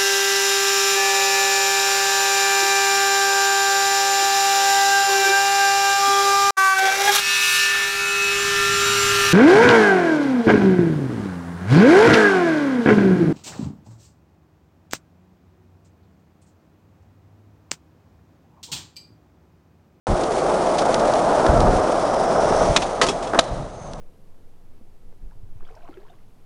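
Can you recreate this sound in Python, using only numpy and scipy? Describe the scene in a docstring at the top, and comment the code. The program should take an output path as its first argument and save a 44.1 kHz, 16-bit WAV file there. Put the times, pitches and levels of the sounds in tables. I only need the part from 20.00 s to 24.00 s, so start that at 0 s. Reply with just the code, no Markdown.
"""Skateboard and bench

The microphone rides on a skateboard rolling over rough concrete in an open yard: the grain makes its wheels
roar, the bearings hiss and sing, and wind buffets the microphone. Alongside, another board's tail pops, it
knocks onto a slatted bench and scrapes along it, the wheels thud down, the deck slaps the ground and the roll
fades. The blows are bursts of tiny contacts and ringing modes of wood and steel."""
import sys
import numpy as np
from scipy import signal
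from scipy.fft import rfft, irfft
from scipy.io import wavfile
from scipy.ndimage import uniform_filter1d

SR = 44100
rng = np.random.default_rng(int(sys.argv[2]) if len(sys.argv) > 2 else 0)


def inscribe(sig):
    """Save sig as 16-bit PCM at rate SR to the path in sys.argv[1].

    A 1-D sig is mono; a 2-D sig holds one channel per row.
    Samples are clipped to [-1, 1] before scaling.
    """
    pcm = np.round(np.clip(np.atleast_2d(sig).T, -1, 1) * 32767)
    wavfile.write(sys.argv[1], SR, pcm.astype(np.int16))


N = 176400
T = np.arange(N) / SR


def from_db(db):
    """Decibels to gain."""
    return 10 ** (np.asarray(db) / 20)


def unit_rms(x):
    """Scale to unit power."""
    return x / np.sqrt(np.mean(x ** 2) + 1e-20)


def fader(points):
    """A gain ride through (time [s], level [dB]) points."""
    return from_db(np.interp(T, *np.transpose(points)))


def swell(start, length):
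    """A rounded rise and fall."""
    return np.sin(np.pi * np.clip((T - start) / length, 0, 1))


def drift(rate_hz):
    """A random wander of unit power; its rate may change with time."""
    position = np.cumsum(rate_hz * np.ones(N)) / SR
    return unit_rms(np.interp(position, np.arange(N), rng.standard_normal(N)))


def equalise(x, points):
    """Minimum-phase EQ: the points set only the shape, so white noise keeps its power."""
    hz, db = np.transpose(points)
    size = 2 * N
    bin_hz = np.arange(N + 1) * SR / size
    gain = unit_rms(from_db(np.interp(np.log(bin_hz + 1), np.log(hz), db)))
    cepstrum = irfft(np.log(gain))
    cepstrum[1:N] *= 2
    cepstrum[N + 1:] = 0
    return irfft(rfft(x, size) * np.exp(rfft(cepstrum)))[:N]


def grains(per_second=10000, spread_db=2.0):
    """Dense random contacts with the grain of the concrete."""
    sizes = from_db(spread_db * np.minimum(rng.exponential(1, N), 5))
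    return sizes * rng.choice([-1, 1], N) * (rng.random(N) < per_second / SR)


def crunch(blows, eq, attack_s=0.00052, hold_s=0.0067):
    """Each blow is a short dying burst of tiny contacts, coloured by the body it hits."""
    out, size = np.zeros(N + SR), 8192
    age = T[:size]
    for start, db, decay in blows:
        fall = np.exp(-np.maximum(age - min(hold_s, decay), 0) / decay)
        envelope = np.minimum(age / attack_s, 1) * fall
        contacts = envelope * rng.choice([-1, 1], size)
        whitened = irfft(np.exp(1j * np.angle(rfft(contacts))))
        taper = envelope ** .2   # tightens the decay a little
        at = int(start * SR)
        out[at:at + size] += from_db(db) * np.linalg.norm(envelope) * whitened * taper
    return equalise(out[:N], eq)


def ring(blows, modes, spread_db=1.5):
    """Each blow (time [s], level [dB]) sets every mode ringing with a slightly random strength."""
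    out, age = np.zeros(N + SR), T[:SR // 4]
    hz, mode_db, t60 = np.transpose(modes)[:, :, None]
    partials = np.sin(2 * np.pi * hz * age) * np.exp(-np.log(1000) * age / t60)
    polarity = (-1) ** np.arange(len(modes))
    for start, db in blows:
        gains = from_db(db + mode_db[:, 0] + spread_db * rng.standard_normal(len(modes)))
        at = int(start * SR)
        out[at:at + len(age)] += (gains * polarity) @ partials
    return out[:N]


def resonate(x, hz, width_hz):
    """One resonance with unity gain at its peak."""
    r = np.exp(-np.pi * width_hz / SR)
    feedback = [1, -2 * r * np.cos(2 * np.pi * hz / SR), r * r]
    return signal.lfilter(np.array([1, 0, -1]) * (1 - r * r) / 2, feedback, x)


# Level ride of the wheel roar (time [s], level [dB])
ROAR_FADER = [(.07, -21), (.25, -23), (.5, -19), (.8, -19), (1.05, -17), (1.17, -18), (1.42, -15.5),
              (1.95, -18.5), (2.2, -18.7), (2.45, -16.5), (2.62, -16), (2.8, -24), (3.3, -26.5),
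              (3.43, -29.5), (3.6, -32), (3.73, -37.5)]
# Its low-mid body (frequency [Hz], gain [dB])
ROAR_EQ = [(30, -15.5), (90, -16), (170, -6), (380, -3), (620, -2), (950, -6.5), (1280, -8.5), (1600, -16),
           (2200, -30.5), (4000, -38.5), (11000, -70)]
# Wheel resonance (frequency [Hz], width [Hz], boost [dB])
WHEEL_PEAKS = [(644, 212, 8)]


def wheel_roar(flutter_db=.5, drone_db=-27):
    """Concrete grain drives wheels and deck into a fluttering roar, with a lower drone at first."""
    flutter = from_db(flutter_db * drift(70))
    body = equalise(grains(), ROAR_EQ)
    peaks = sum((from_db(db) - 1) * resonate(body, hz, width) for hz, width, db in WHEEL_PEAKS)
    roar = unit_rms(flutter * (body + peaks))
    drone = unit_rms(resonate(equalise(grains(), ROAR_EQ), hz=366, width_hz=62))
    return fader(ROAR_FADER) * roar + from_db(drone_db) * swell(start=0.03, length=0.8) * drone


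# Level ride of the bearing and grit hiss (time [s], level [dB])
HISS_FADER = [(.17, -39), (.5, -36.5), (1.45, -37), (1.8, -38.5), (2.3, -39.5), (2.64, -35), (2.78, -36.5),
              (2.98, -43.5), (3.3, -44.5), (3.46, -45), (3.68, -53.5)]
# Its bright tone (frequency [Hz], gain [dB])
HISS_EQ = [(700, -27), (2000, 9), (2700, 4), (3300, 5.5), (4500, 4), (6200, 4), (7500, 0.5), (9300, 1),
           (11000, -9.5)]
# The note the bearings sing (time [s], pitch [Hz], level [dB])
SING_GLIDE = [(0.401, 5595, -55), (2.2, 5350, -44.5), (2.617, 5730, -39), (2.952, 6370, -55),
              (3.66, 6300, -64), (3.85, 6340, -51.5), (4.0, 6000, -67)]
# Roughness of that note (time [s], bandwidth [Hz])
SING_BANDWIDTH = [(2.6, 1495), (3.7, 750)]


def bearings(flutter_db=1.5):
    """Bearings and grit rattle into a fine hiss, while a thin, rough note glides."""
    hiss = unit_rms(equalise(grains(), HISS_EQ) * from_db(flutter_db * drift(90)))
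    times, hz, db = np.transpose(SING_GLIDE)
    phase = 2 * np.pi * np.cumsum(np.interp(T, times, hz)) / SR
    width = np.interp(T, *np.transpose(SING_BANDWIDTH))
    sing = unit_rms(drift(width) * np.cos(phase) + drift(width) * np.sin(phase))
    return fader(HISS_FADER) * hiss + from_db(np.interp(T, times, db)) * sing


# Gusts on the microphone (time [s], length [s], level [dB])
WIND_GUSTS = [(0.079, 0.078, -17), (1.465, 0.35, -17.5), (2.393, 0.5, -32.5), (2.683, 0.044, -20),
              (3.474, 0.21, -32.5), (3.796, 0.49, -40)]
# Their bass-heavy rumble (frequency [Hz], gain [dB])
WIND_EQ = [(12, -20.5), (28, 6), (60, -8), (100, -5), (190, -8), (350, -27.5), (4000, -69.5)]
# Sharp puffs of air (time [s], level [dB], pitch [Hz])
AIR_PUFFS = [(0.1113, -13.5, 117), (1.4873, -8, 59.4), (3.51, -20, 44.2)]


def wind(breeze_db=-40, rasp_db=-26, rasp_hz=297, rasp_width_hz=160, puff_cycles=1.5):
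    """Air hits the microphone: gusts rumble over a light breeze, the strongest rasp, and puffs thump."""
    level = from_db(breeze_db) + sum(from_db(db) * swell(at, length) for at, length, db in WIND_GUSTS)
    air = equalise(rng.standard_normal(N), WIND_EQ)
    rumble = air / np.sqrt(uniform_filter1d(air ** 2, size=2400) + 1e-9)   # levelled out
    band = resonate(rng.standard_normal(N), rasp_hz, rasp_width_hz)
    rasp = unit_rms(resonate(band, rasp_hz, rasp_width_hz))
    thumps = sum(-from_db(db) * swell(at, puff_cycles / hz) * np.sin(2 * np.pi * hz * (T - at))
                 for at, db, hz in AIR_PUFFS)
    return level * rumble + from_db(rasp_db) * (level / level.max()) ** 2 * rasp + thumps


# Ticks under the board: grit under the wheels, and clicks of the steel trucks near 0.78 and 0.94 s (time [s],
# level [dB], decay [s])
BOARD_TICKS = [(.234, -28.5, 0.005), (.783, -23.5, 0.014), (.820, -25, 0.0013), (.9425, -17, 0.0021),
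               (.995, -30.5, 0.0064), (1.1365, -26, 0.0026), (1.463, -26, 0.004), (1.603, -24, 0.0023),
               (3.346, -32, 0.0018), (3.407, -30, 0.0043), (3.438, -38.5, .005), (3.934, -31.5, 0.0013)]
# Their thin, crisp tone (frequency [Hz], gain [dB])
TICK_EQ = [(300, -47), (1200, 4.5), (2200, -7.5), (3400, -0.5), (6000, -2.5), (8000, -12), (11000, -16)]


def board_ticks():
    """The wheels tick over grit and joints, and the trucks click near 0.78 and 0.94 s."""
    return crunch(BOARD_TICKS, TICK_EQ)


# Wheel bumps and landings (time [s], level [dB], decay [s], boom level [dB])
WHEEL_THUDS = [(.819, -20, 0.0056, -42), (.892, -26, 0.0097, -13.5), (1.464, -11, 0.0027, -31),
               (3.334, -16, 0.0035, -23), (3.3451, -15, 0.011, -20), (3.376, -19, 0.0063, -17)]
# Their dull tone (frequency [Hz], gain [dB])
THUD_EQ = [(80, -17), (300, 4.5), (800, 2.5), (1300, -1), (1650, -2.5), (2300, -21), (11000, -40)]
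# Boom of the plank, also struck by the deck slaps (frequency [Hz], gain [dB], T60 [s])
PLANK_MODES = [(274, -11, 0.07), (506, -2.5, 0.053), (667, 4, 0.04), (1280, -9.5, 0.062),
               (1555, -15, 0.056)]


def wheel_thuds():
    """Soft wheels bump over joints and land, making the plank boom."""
    thuds = np.array(WHEEL_THUDS)
    return crunch(thuds[:, :3], THUD_EQ) + ring(thuds[:, [0, 3]], PLANK_MODES)


# Tail pop and landing slap (time [s], crack level [dB], decay [s], boom level [dB], ring level [dB])
DECK_SLAPS = [(2.7624, -8, 0.0042, -23, -16), (2.770, -16.5, 0.0048, -27, -38),
              (2.820, -24, 0.011, -44, -32), (3.389, -8.5, 0.0019, -6, -41),
              (3.391, -7.5, 0.0032, -30, -31)]
# Hard crack of wood on concrete (frequency [Hz], gain [dB])
CRACK_EQ = [(150, -9), (500, -3), (1000, 2.5), (1600, -2.5), (2300, -5), (3600, -2.5), (4800, -6),
            (6200, -6.5), (8000, -14.5), (11000, -24.5)]
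# High ring of wood and trucks (frequency [Hz], gain [dB], T60 [s])
DECK_MODES = [(2035, -8, .04), (2482, -1, .07), (2708, -5, .08), (3370, 0, .055), (3535, -2, .05),
              (4075, -3, .06), (4447, -7, .04), (6072, -7, .07)]


def deck_slaps():
    """The deck strikes concrete: a crack, the boom of the plank and a bright ring."""
    hits = np.array(DECK_SLAPS)
    crack = crunch(hits[:, :3], CRACK_EQ)
    boom = ring(hits[:, [0, 3]], PLANK_MODES)
    return crack + boom + ring(hits[:, [0, 4]], DECK_MODES)


# Clacks of the trucks (time [s], level [dB])
TRUCK_CLACKS = [(2.7637, -8), (3.392, -7.5)]
# Their tight steel ring (frequency [Hz], gain [dB], T60 [s])
STEEL_MODES = [(3880, 4.5, 0.009), (5000, -10, .018), (6250, -7, 0.015)]


def truck_clacks():
    """The steel trucks clack on the pop and on the landing."""
    return ring(TRUCK_CLACKS, STEEL_MODES)


# Knocks on the bench (time [s], level [dB], decay [s])
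BENCH_KNOCKS = [(3.0142, -11.5, 0.012), (3.032, -27, .005), (3.040, -26, 0.0033)]
# Their midrange punch (frequency [Hz], gain [dB])
KNOCK_EQ = [(100, -28), (350, -12), (550, 4.5), (1250, -2), (1900, -1), (2300, -6.5), (3600, -4.5),
            (5500, -8.5), (11000, -22.5)]
# Ring of the slats (frequency [Hz], gain [dB], T60 [s])
SLAT_MODES = [(410, -8, .2), (495, -5, .14), (1055, -2, .11), (1280, 2, .08), (1930, -3, .05),
              (2035, -4, .06), (2985, -9, .07), (4645, -12, .12), (6740, -14, .05)]


def bench_knock(ring_db=-1):
    """The board knocks onto the bench and sets the slats ringing."""
    hits = np.array(BENCH_KNOCKS)
    return crunch(hits, KNOCK_EQ) + from_db(ring_db) * ring(hits[:, :2], SLAT_MODES)


# Scrapes along the slats (time [s], level [dB], decay [s], ring level [dB])
SLAT_SCRAPES = [(3.03, -18, 0.02, -40), (3.065, -19, 0.012, -45), (3.086, -18, 0.019, -21.5),
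                (3.225, -30, 0.021, -49), (3.272, -33, 0.0091, -39)]
# Their darker tone (frequency [Hz], gain [dB])
SCRAPE_EQ = [(100, -4), (380, 3.5), (1100, -1), (1700, -12.5), (3300, -10), (4500, -11.5), (6500, -11),
             (11000, -23.5)]
# Their metallic overtones (frequency [Hz], gain [dB], T60 [s])
SCRAPE_RING = [(410, 2, .12), (2579, -4, .075), (3338, 1.5, .08), (5319, -4, .08)]


def bench_scrape():
    """The board scrapes along the slats in short bursts with a thinner, metallic ring."""
    scrapes = np.array(SLAT_SCRAPES)
    return crunch(scrapes[:, :3], SCRAPE_EQ) + ring(scrapes[:, [0, 3]], SCRAPE_RING)


def yard_reverb(x, t60_s=1, send_db=-20, lowpass_hz=3500, build_s=0.0067):
    """A faint, dull tail scattered by the walls."""
    age = T[:SR]
    tail = rng.standard_normal(SR) * np.minimum(age / build_s, 1) * np.exp(-np.log(1000) * age / t60_s)
    lowpass = signal.butter(1, lowpass_hz, fs=SR, output="sos")
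    tail = signal.sosfilt(lowpass, tail / np.linalg.norm(tail))
    return signal.fftconvolve(from_db(send_db) * x, tail)[:N]


def scene():
    """Mono mix of roll, impacts and wind; only the impacts feed the reverb."""
    impacts = deck_slaps() + bench_knock() + bench_scrape()
    impacts += wheel_thuds() + board_ticks() + truck_clacks()
    return (wheel_roar() + bearings() + impacts + yard_reverb(impacts) + wind())[None]


def record(dry):
    """Soft-clip the loudest peaks, cut in abruptly mid-roll and filter off the top."""
    ceiling, start_s, stopband_hz = .82, .069, 11260
    clipped = dry / (1 + (dry / ceiling) ** 6) ** (1 / 6)
    lowpass = signal.cheby2(18, 60, stopband_hz, fs=SR, output="sos")
    return signal.sosfilt(lowpass, clipped * (T > start_s))


dry = scene()
out = record(dry)
inscribe(out)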